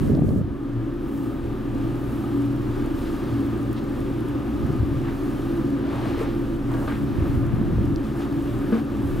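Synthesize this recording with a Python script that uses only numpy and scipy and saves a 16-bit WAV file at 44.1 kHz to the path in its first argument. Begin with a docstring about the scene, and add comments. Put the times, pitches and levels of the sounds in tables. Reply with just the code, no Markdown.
"""Draught buffets two microphone ports at once; the recorder's gain control ducks, then creeps back.
A kitten in a small hard-walled den is stroked from the start: noise swells hiss like fur under a hand.
From 1 s it purrs faintly, as pulses ringing a throat; from 3 s its paws scuff, as duller noise swells.
Weaker draughts, made of short swirls, return at 4.6, 7 and 9 s; from 6 s knocks ring the wall modes.
Ticks and crackle dot the treble; throughout, a fan drones as wandering sines and resonant noise."""
import sys
import numpy as np
from scipy import signal
from scipy.fft import rfft, irfft
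from scipy.io import wavfile
from scipy.ndimage import uniform_filter1d

SR = 44100
rng = np.random.default_rng(int(sys.argv[2]) if len(sys.argv) > 2 else 0)


def voltage_ratio(decibels):
    """Convert decibels (scalar or array-like) to amplitude ratios, 20 dB per decade."""
    exponent = np.asarray(decibels, float) / 20
    return 10 ** exponent


def unload_wav(signal):
    """Save mono or channel-first audio to the path in sys.argv[1] as 16-bit WAV at rate SR, clipped to [-1, 1]."""
    wavfile.write(
        sys.argv[1],
        SR,
        np.round(np.clip(np.atleast_2d(signal).T, -1, 1) * 32767).astype(np.int16),
    )


N = 405719
T = np.arange(N) / SR
HZ = np.fft.rfftfreq(N, 1 / SR) + 1e-3  # offset keeps the logarithm finite


def add(out, start_s, sound):
    """Mix a sound in at start_s."""
    i = int(np.clip(start_s * SR, 0, N))
    out[..., i:i + sound.shape[-1]] += sound[..., :N - i]


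def unit(x):
    """Scaled to rms 1."""
    return x / np.sqrt(np.mean(x ** 2))


def walk(rate_hz):
    """Random levels held 1 / rate_hz and slewed twice; rms 1."""
    hold = int(SR / rate_hz)
    steps = np.repeat(rng.standard_normal(N // hold + 1), hold)
    return unit(uniform_filter1d(uniform_filter1d(steps, hold), hold)[:N])


def along(table):
    """A (Hz, value) table interpolated over log frequency."""
    hz, value = np.transpose(table)
    return np.interp(np.log(HZ), np.log(np.maximum(hz, 1)), value)


def bumps(rows):
    """Sum of short rises and falls in dB."""
    total_db = 0
    for centre_s, half_length_s, db in rows:
        total_db = total_db + db * np.clip(1 - np.abs(T - centre_s) / half_length_s, 0, 1) ** 1.43
    return total_db


# Gusts over the ports. Each row: start of full strength in seconds, hold in seconds,
# nominal level in dB, eddy pitch in Hz at full strength.
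GUST_ROWS = [(0, 0.072, -20, 126), (.1, 0.29, -17, 180.3), (.47, 0.027, -28, 111), (4.58, 0.28, -31.5, 109),
             (4.91, 0.08, -33, 108), (7.02, .12, -30.5, 121), (7.17, 0.3, -28, 124),
             (7.531, 0.16, -26, 146), (7.731, 0.19, -24, 131), (9.019, 0.38, -30.5, 132)]


def gust(at_s):
    """Strength and pitch of the strongest gust; eddies spin slower below its full strength."""
    rise_db_s, fall_db_s, db_per_octave = 115, 258, 15
    states = []
    for full_s, held_s, db, hz in GUST_ROWS:
        lack_db = rise_db_s * max(full_s - at_s, 0) + fall_db_s * max(at_s - full_s - held_s, 0)
        states.append((db - lack_db, hz * 2 ** (-lack_db / db_per_octave)))
    return max(states)


def eddy(hz, turns):
    """One swirl: a short swing with a bell-shaped outline."""
    t = np.arange(-1, 1, hz / SR / turns)
    return np.exp(-(t / 0.49) ** 2) * np.cos(2 * np.pi * turns * t)


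# Strongest single eddies. Each row: start of the flick in seconds, nominal peak in dB, pitch in Hz.
STRONG_EDDIES = [(.022, -15, 121), (.054, -24, 130), (.102, -18, 149), (.113, -8, 110), (0.129, -11, 124),
                 (.143, -18, 230), (0.152, -10, 230), (.174, -7, 240), (0.189, -14, 233), (0.22, -6, 240),
                 (0.244, -12, 190), (0.264, -9, 115), (.285, -4.5, 206), (0.307, -7.5, 134),
                 (.327, -15, 201), (0.358, -6, 197), (0.371, -9.5, 121), (0.389, -10, 160),
                 (0.412, -6, 190), (.44, -14, 100), (0.504, -20, 75), (4.646, -15.5, 114),
                 (4.699, -14, 130), (4.756, -25, 80.5), (4.801, -11.5, 95), (4.828, -14.5, 84.6),
                 (4.912, -20.5, 100), (7.183, -13, 110), (7.218, -14, 85), (7.291, -15, 100),
                 (7.245, -21, 140), (7.372, -13, 98), (7.427, -25, 87), (7.45, -23, 125), (7.467, -23, 125),
                 (7.537, -9, 142), (7.575, -22, 90), (7.613, -12.5, 186), (7.75, -18, 94),
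                 (7.768, -11.5, 99), (7.785, -15.5, 99), (7.834, -26, 132), (7.88, -20, 119),
                 (7.931, -24, 107), (9.114, -29, 120), (9.148, -20.5, 127)]


def draught():
    """Dense irregular eddies differ at each port; strong ones break with a quicker, higher flick."""
    out = np.zeros((2, N))
    spacing = 70  # samples
    for slot, (jitter, size, octaves, left, right) in enumerate(rng.standard_normal((N // spacing, 5))):
        at_s = (slot + 3 * jitter) * spacing / SR
        level_db, hz = gust(at_s)
        if level_db > -50:
            sides = np.clip(size, -1.3, 1.3) + 0.94 * np.array([[left], [right]])
            octaves = np.clip(0.81 * octaves, -1.6, 1.55)
            # quickest and slowest eddies are weaker
            level_db += -1.5 - 3.7 * max(octaves, 0) + 8.8 * min(octaves, 0)
            add(out, at_s, voltage_ratio(level_db) * sides * eddy(hz * 2 ** octaves, turns=1.14))
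    flick_db, flick_ratio = -9.5, 1.88
    chances = rng.standard_normal((len(STRONG_EDDIES), 2, 1))
    for (at_s, peak_db, hz), chance in zip(STRONG_EDDIES, chances):
        sides = 1 + 0.37 * chance
        add(out, at_s - 0.6 / hz, -voltage_ratio(peak_db) * sides * eddy(hz, turns=1.15))
        add(out, at_s, voltage_ratio(peak_db + flick_db) * eddy(flick_ratio * hz, turns=0.98))
    return out


def rubbing(rows, octaves, grit_db, size, top_hz):
    """Gritty noise swells, each in a broad band round its centre, dull above top_hz."""
    out = np.zeros(N)
    for start_s, length_s, rise, db, hz in rows:
        n = int(length_s * SR)
        f = np.fft.rfftfreq(n, 1 / SR) + 1
        noise, roughness = rng.standard_normal((2, n))
        grit = noise * voltage_ratio(grit_db * unit(uniform_filter1d(roughness, size=size)))
        band = np.exp(-.5 * (np.log2(f / hz) / octaves) ** 2) / (1 + (f / top_hz) ** 4)
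        peak_at = np.clip(rise, .02, .98)
        phase = np.interp(np.arange(n) / n, [0, peak_at, 1], [0, np.pi / 2, np.pi])
        swell = unit(irfft(rfft(grit) * band, n)) * np.sin(phase) ** 0.89
        already_past = max(-int(start_s * SR), 0)
        add(out, start_s, voltage_ratio(db) * swell[already_past:])
    return out


# Hand over fur, and the high hiss of the scrape near 6 s (rows at 5.857 and 6.17 s). Each row: start in
# seconds, length in seconds, # rms in dB before the outline, centre in Hz.
STROKE_ROWS = [(-.1, 0.4, -57.5, 9200), (0.223, 0.14, -50.5, 9500), (.32, 0.11, -52, 8850),
               (0.996, 0.43, -54.5, 15200), (1.897, 0.59, -60, 13700), (2.93, 0.19, -56.5, 10000),
               (3.05, .2, -58, 10000), (4.22, .15, -69, 11000), (4.991, 0.65, -61, 10800),
               (5.857, 0.36, -60, 6500), (6.17, 0.092, -55, 7000), (6.63, 0.48, -58, 9200),
               (7.202, 0.27, -60, 11000), (8.0, 0.15, -62, 8900), (8.13, 0.16, -58, 8700),
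               (8.217, 0.74, -62.5, 10800), (8.7, 0.13, -56.5, 9000), (8.97, 0.33, -59, 11800)]


def strokes():
    """Hairs brushed by the hand, and the high edge of the scrape near 6 s, hiss in a broad treble band."""
    rise = 0.43  # share of a stroke
    rows = [(start_s, length_s, rise, db, hz) for start_s, length_s, db, hz in STROKE_ROWS]
    return rubbing(rows, octaves=1.0, grit_db=1.0, size=1500, top_hz=30000)


# Paws and body on the bedding, and the noisy cracks of the knocks near 6.87 and 8.72 s. Each row: start in
# seconds, length in seconds, rising share 0-1, # rms in dB before the outline, centre in Hz.
SCUFF_ROWS = [(2.93, 0.41, 0.2, -57, 3500), (3.055, 0.035, 0.5, -49, 2780), (3.755, 0.05, .5, -49, 2800),
              (4.25, 0.096, 0.7, -49, 700), (5.02, 0.15, 0.4, -43, 990), (5.75, 0.66, 0.37, -39.5, 630),
              (5.7, 0.69, 0.62, -48, 2400), (5.87, 0.26, 0.2, -44, 500), (6.17, 0.12, 0.4, -40, 900),
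              (6.68, 0.15, 0.3, -38.5, 650), (6.78, 0.094, 0.5, -38.5, 550),
              (6.874, 0.084, 0.1, -38.5, 1100), (6.93, 0.065, .3, -42.5, 1200),
              (6.874, 0.028, 0, -46.5, 2400), (7.15, 1, 0.03, -46, 810), (8.02, 0.092, 0.4, -54, 3000),
              (8.12, 0.19, 0.5, -41.5, 610), (8.17, .1, 0.44, -50, 2950), (8.722, 0.07, 0.1, -36, 810),
              (8.721, 0.084, 0.1, -50, 2800), (8.779, 0.036, 0, -39, 900), (8.779, 0.053, .1, -51.5, 2800)]


def scuffs():
    """Paws and body shifting on the bedding, and the cracks of the knocks, give rough, duller noise."""
    return rubbing(SCUFF_ROWS, octaves=0.94, grit_db=1.5, size=300, top_hz=5070)


# Breaths of the purr. Each row: start in seconds, length in seconds, relative level in dB.
BREATH_ROWS = [(0.997, 0.49, -21), (1.746, .75, -21.5), (2.55, 0.9, -26), (3.35, .55, -22),
               (4.15, 0.89, -22), (5.204, 0.71, -25), (6.3, .4, -34), (7.1, 0.47, -30), (7.85, 0.83, -25)]
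# Throat resonances. Each row: pitch in Hz, damping width in Hz (amplitude decays at pi/2 times it
# per second), relative level in dB.
THROAT_MODES = [(1238, 134, 0.5), (339, 87, 6.5)]


def purr():
    """Slightly uneven strong-weak pulses ring the throat, swelling with each breath."""
    pulse_hz, weak_pulse_db, count = 30, -2, 300
    time_chance, level_chance = rng.standard_normal((2, count))
    times = np.cumsum(1 + .05 * time_chance) / pulse_hz
    breath = 0
    for start_s, length_s, db in BREATH_ROWS:
        breath = breath + voltage_ratio(db) * np.sin(np.pi * np.clip((times - start_s) / length_s, 0, 1)) ** .5
    strength = breath * voltage_ratio(weak_pulse_db * (np.arange(count) % 2) + 2.3 * level_chance)
    t = T[:SR // 25]
    ring = 0
    for hz, width_hz, db in THROAT_MODES:
        ring = ring + voltage_ratio(db) * np.sin(2 * np.pi * hz * t) * np.exp(-np.pi * width_hz * t / 2)
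    ring = ring * (1 - np.exp(-t / 0.004))
    pulses = np.zeros(N)
    heard = times < N / SR
    pulses[(times[heard] * SR).astype(int)] = strength[heard]
    return voltage_ratio(-8) * signal.fftconvolve(pulses, ring)[:N]


# Blows on the den wall. Each row: time in seconds, level in dB, best-rung pitch in Hz
# (a harder blow rings higher).
KNOCK_ROWS = [(6.172, -23, 480), (6.195, -22, 550), (6.209, -19, 480), (6.74, -22, 1410),
              (6.875, -15, 1200), (6.905, -20, 1600), (8.722, -9.5, 252), (8.721, -16.5, 1400),
              (8.752, -19, 450)]
# Wall modes. Each row: pitch in Hz, relative level in dB, 60 dB decay time in seconds.
WALL_MODES = [(223, -1, 0.22), (463, 0.5, 0.077), (618, -7, 0.064), (1170, -19, 0.15), (1438, -20, 0.09),
              (1550, -24, 0.28), (1605, -17.5, 0.15), (1990, -38, 0.05), (2880, -24, 0.056)]


def knocks():
    """A soft blow rings the wall modes, a little differently each time."""
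    reach_db = 8.5  # lost by a mode one octave from the best-rung pitch
    out, t = np.zeros(N), T[:SR // 4]
    for at_s, db, best_hz in KNOCK_ROWS:
        ring = 0
        for hz, mode_db, t60_s in WALL_MODES:
            level_chance, pitch_chance = rng.standard_normal(2)
            level_db = mode_db - reach_db * abs(np.log2(hz / best_hz)) + 2.0 * level_chance
            tone = np.sin(2 * np.pi * hz * (1 + 0.024 * pitch_chance) * t)
            ring = ring + voltage_ratio(level_db) * tone * 1000. ** (-t / t60_s)
        add(out, at_s, voltage_ratio(db) * ring * (1 - np.exp(-t / 0.0024)))
    return out


# Claw and static ticks. Each row: time in seconds, peak in dB, centre in Hz.
TICK_ROWS = [(.151, -32, 4100), (.189, -46, 2600), (.291, -34, 3300), (1.789, -58, 9000),
             (3.73, -34, 12500), (3.964, -53, 6000), (4.286, -41, 10900), (6.739, -37, 3500),
             (7.96, -29, 4480), (9.11, -42, 13060)]


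def ticks():
    """Millisecond snaps of noise round each centre."""
    out, t = np.zeros(N), T[:512]
    for at_s, peak_db, hz in TICK_ROWS:
        edges_hz = [hz / 1.35, min(hz * 1.35, 19000)]
        band = signal.butter(2, edges_hz, "band", fs=SR, output="sos")
        snap = signal.sosfilt(band, rng.standard_normal(512) * np.exp(-t / 0.001))
        add(out, at_s, voltage_ratio(peak_db) * snap / np.abs(snap).max())
    return out


def crackle():
    """Faint static and hair snaps scattered through the treble."""
    snaps_per_s = 40
    occurs, size = rng.random((2, N))
    snap_db = np.minimum(-5.0 * np.log(size + 1e-9), 14.)
    snaps = (occurs < snaps_per_s / SR) * voltage_ratio(snap_db)
    smear = signal.lfilter([1], [1, -.97], snaps) * rng.standard_normal(N)
    band = signal.butter(2, [5000, 15000], "band", fs=SR, output="sos")
    return voltage_ratio(-57.5) * signal.sosfilt(band, smear)


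# Fan tones, lowest first. Each row: pitch in Hz, phase wander in radians rms, wanders per second,
# nominal rms in dB, level waver in dB rms, wavers per second.
FAN_TONES = [(28.8, 0.34, 2.14, -34, 1.5, 2.71), (58.66, 0.55, 2.18, -41, 1, 2.77),
             (119.15, 1.54, 5, -38.5, 1.44, 12.), (281.6, 0.74, 3.5, -32, 3, 9.)]
# Fades of the lowest tone. Each row: centre in seconds, half length in seconds.
LULL_ROWS = [(.48, 0.21), (1.214, 0.21), (2.284, 0.56), (3.55, 0.45), (4.38, 0.37), (5.85, .35),
             (7.05, 0.27), (8.3, 0.37), (8.85, 0.33)]
# Uneven surges of the 119 Hz tone. Each row: centre in seconds, half length in seconds, rise in dB.
SURGE_ROWS = [(.78, 0.17, 15.5), (1.25, .15, 6.5), (1.72, 0.29, 6), (1.93, 0.26, 5.5), (2.47, 0.16, 7.5),
              (2.69, 0.24, 11), (3.34, 0.11, 15), (3.65, 0.36, 7), (5.0, 0.15, 7), (5.42, 0.27, 5),
              (5.65, 0.22, 4), (5.93, 0.18, 6), (6.3, 0.11, 6), (6.7, 0.16, 9.5), (7.45, 0.22, 15.5),
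              (8.22, 0.11, 10.5), (8.55, 0.081, 7.5), (9.05, 0.099, 9)]


def tones():
    """Sines wander in phase and level; the lowest falls away in lulls, the 119 Hz tone surges unevenly."""
    sines = []
    for hz, wander_rad, wander_hz, db, waver_db, waver_hz in FAN_TONES:
        level = np.sqrt(2) * voltage_ratio(db + waver_db * walk(waver_hz))
        sines.append(level * np.sin(2 * np.pi * hz * T + wander_rad * walk(wander_hz)))
    lowest, second, third, highest = sines
    lull_db = -16
    lulls = bumps([(centre_s, half_length_s, lull_db) for centre_s, half_length_s in LULL_ROWS])
    return lowest * voltage_ratio(lulls) + second + third * voltage_ratio(bumps(SURGE_ROWS)) + highest


# Fan air noise. Each row: frequency in Hz, relative density in dB per Hz.
AIR_SPECTRUM = [(18, -61), (30, -24.5), (90, -19), (190, -23), (300, -11.5), (380, -18.5), (412, -25.5),
                (600, -35.5), (700, -32), (1700, -39.5), (2000, -46), (4000, -53.5), (6500, -60.5),
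                (16000, -63)]
# Duct and den resonances. Each row: centre in Hz, width in Hz between quarter-power points,
# power added at the centre in dB relative to the air noise.
DEN_RESONANCES = [(75, 4, 8.5), (118.4, 17, 5), (136.9, 8.5, 12.5), (156.5, 12, 4.5), (219, 26, 8.5),
                  (267, 5.4, 6.5), (291, 4.9, 2.5), (325.8, 10.8, 5), (338.8, 10.6, 7.5), (370.4, 9.5, 2),
                  (394.3, 19, 4), (523.6, 42, 7), (576, 34, 8), (1206, 144, 4.5), (1760, 47, -7),
                  (3090, 1950, 0)]


def air():
    """Fan noise in half-octave bands that swell together and flicker alone, lifted at resonances."""
    lift = 1
    for hz, width_hz, db in DEN_RESONANCES:
        lift = lift + voltage_ratio(db) ** 2 / (1 + ((HZ - hz) / (width_hz / 2)) ** 2) ** 2
    spectrum = rfft(rng.standard_normal(N)) * np.sqrt(voltage_ratio(along(AIR_SPECTRUM)) ** 2 * lift)
    out, swell_db = 0, 0.5 * walk(9)
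    position = np.log2(np.clip(HZ, 32, 16384))
    for octave in np.arange(5, 14.1, .5):
        share = np.clip(1 - 2 * np.abs(position - octave), 0, 1)
        flicker_db = 0.6 * walk(12)
        out = out + irfft(spectrum * share, N) * voltage_ratio(swell_db * (octave / 10) ** 2 + flicker_db)
    return unit(out) * voltage_ratio(-28)


# Likeness between the ports. Each row: frequency in Hz, likeness 0-1.
PORT_LIKENESS = [(60, 1), (130, 0.84), (290, 0.93), (640, 0.79), (1410, 0.77), (3100, 0.82), (6820, 0.98),
                 (15000, 0.97)]
# Left ahead of right. Each row: frequency in Hz, phase lead in radians.
LEFT_LEAD = [(0, 0), (120, 0.46), (260, 0.57), (780, 0.84), (1290, 0.71), (1550, 0.022), (1810, 0.36),
             (2670, 0.26), (3270, 0.28), (3880, 0.062), (4650, 0), (15700, 0.22)]
# Left louder than right. Each row: frequency in Hz, difference in dB.
LEFT_EXCESS = [(125, -0.5), (250, -0.6), (500, 1.3), (1000, 1.1), (2000, 1), (4000, 0)]


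def ports(near, other):
    """One sound field at two ports: partly alike, the left a little ahead."""
    like = np.clip(along(PORT_LIKENESS), 0, 1)
    common = rfft(near) * np.sqrt((1 + like) / 2)
    unlike = rfft(other) * np.sqrt((1 - like) / 2)
    turn = np.exp(.5j * along(LEFT_LEAD)) * voltage_ratio(along(LEFT_EXCESS) / 2)
    return irfft(np.array([(common + unlike) * turn, (common - unlike) / turn]), N)


def scene():
    """Den sounds reach both ports; the draught acts on each directly."""
    def den():
        return air() + scuffs() + strokes()
    points = tones() + knocks() + ticks() + crackle() + purr()
    return ports(den() + 0.92 * points, den() + 0.35 * points) + draught()


def top_cut(x):
    """Nothing passes above the cut-off."""
    return signal.sosfilt(signal.butter(12, 16090, fs=SR, output="sos"), x)


def record(dry):
    """Gain control falls quickly above a ceiling, climbs back at a fixed pace, ducks treble further."""
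    step = 441  # samples
    power = uniform_filter1d(np.mean(dry ** 2, axis=0), size=4410)[::step]
    heard_db = 10 * np.log10(power + 1e-12)
    ceiling_db, fall_s, climb_db_s = -22.5, .2, 3.3
    gain_steps_db, g = [], 0.
    for level_db in heard_db:
        over_db = level_db + g - ceiling_db
        if over_db > 0:
            g = g - over_db * step / SR / fall_s
        else:
            g = min(g + climb_db_s * step / SR, 0.)
        gain_steps_db.append(g)
    gain_db = np.interp(np.arange(N), step * np.arange(len(gain_steps_db)), gain_steps_db)
    bass = signal.sosfiltfilt(signal.butter(1, 2500, fs=SR, output="sos"), dry)
    x = bass * voltage_ratio(gain_db) + (dry - bass) * voltage_ratio(2.0 * gain_db)
    x = 0.62 * np.tanh(x / 0.5)  # the loudest swings are rounded
    # little passes below the lowest tone, and the sound stops steeply near 15.7 kHz
    x = signal.sosfilt(signal.butter(2, 24, "high", fs=SR, output="sos"), x)
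    x = signal.sosfilt(signal.ellip(14, .3, 70, 15700, fs=SR, output="sos"), x)
    return top_cut(x)


dry = scene()
out = record(dry)
unload_wav(out)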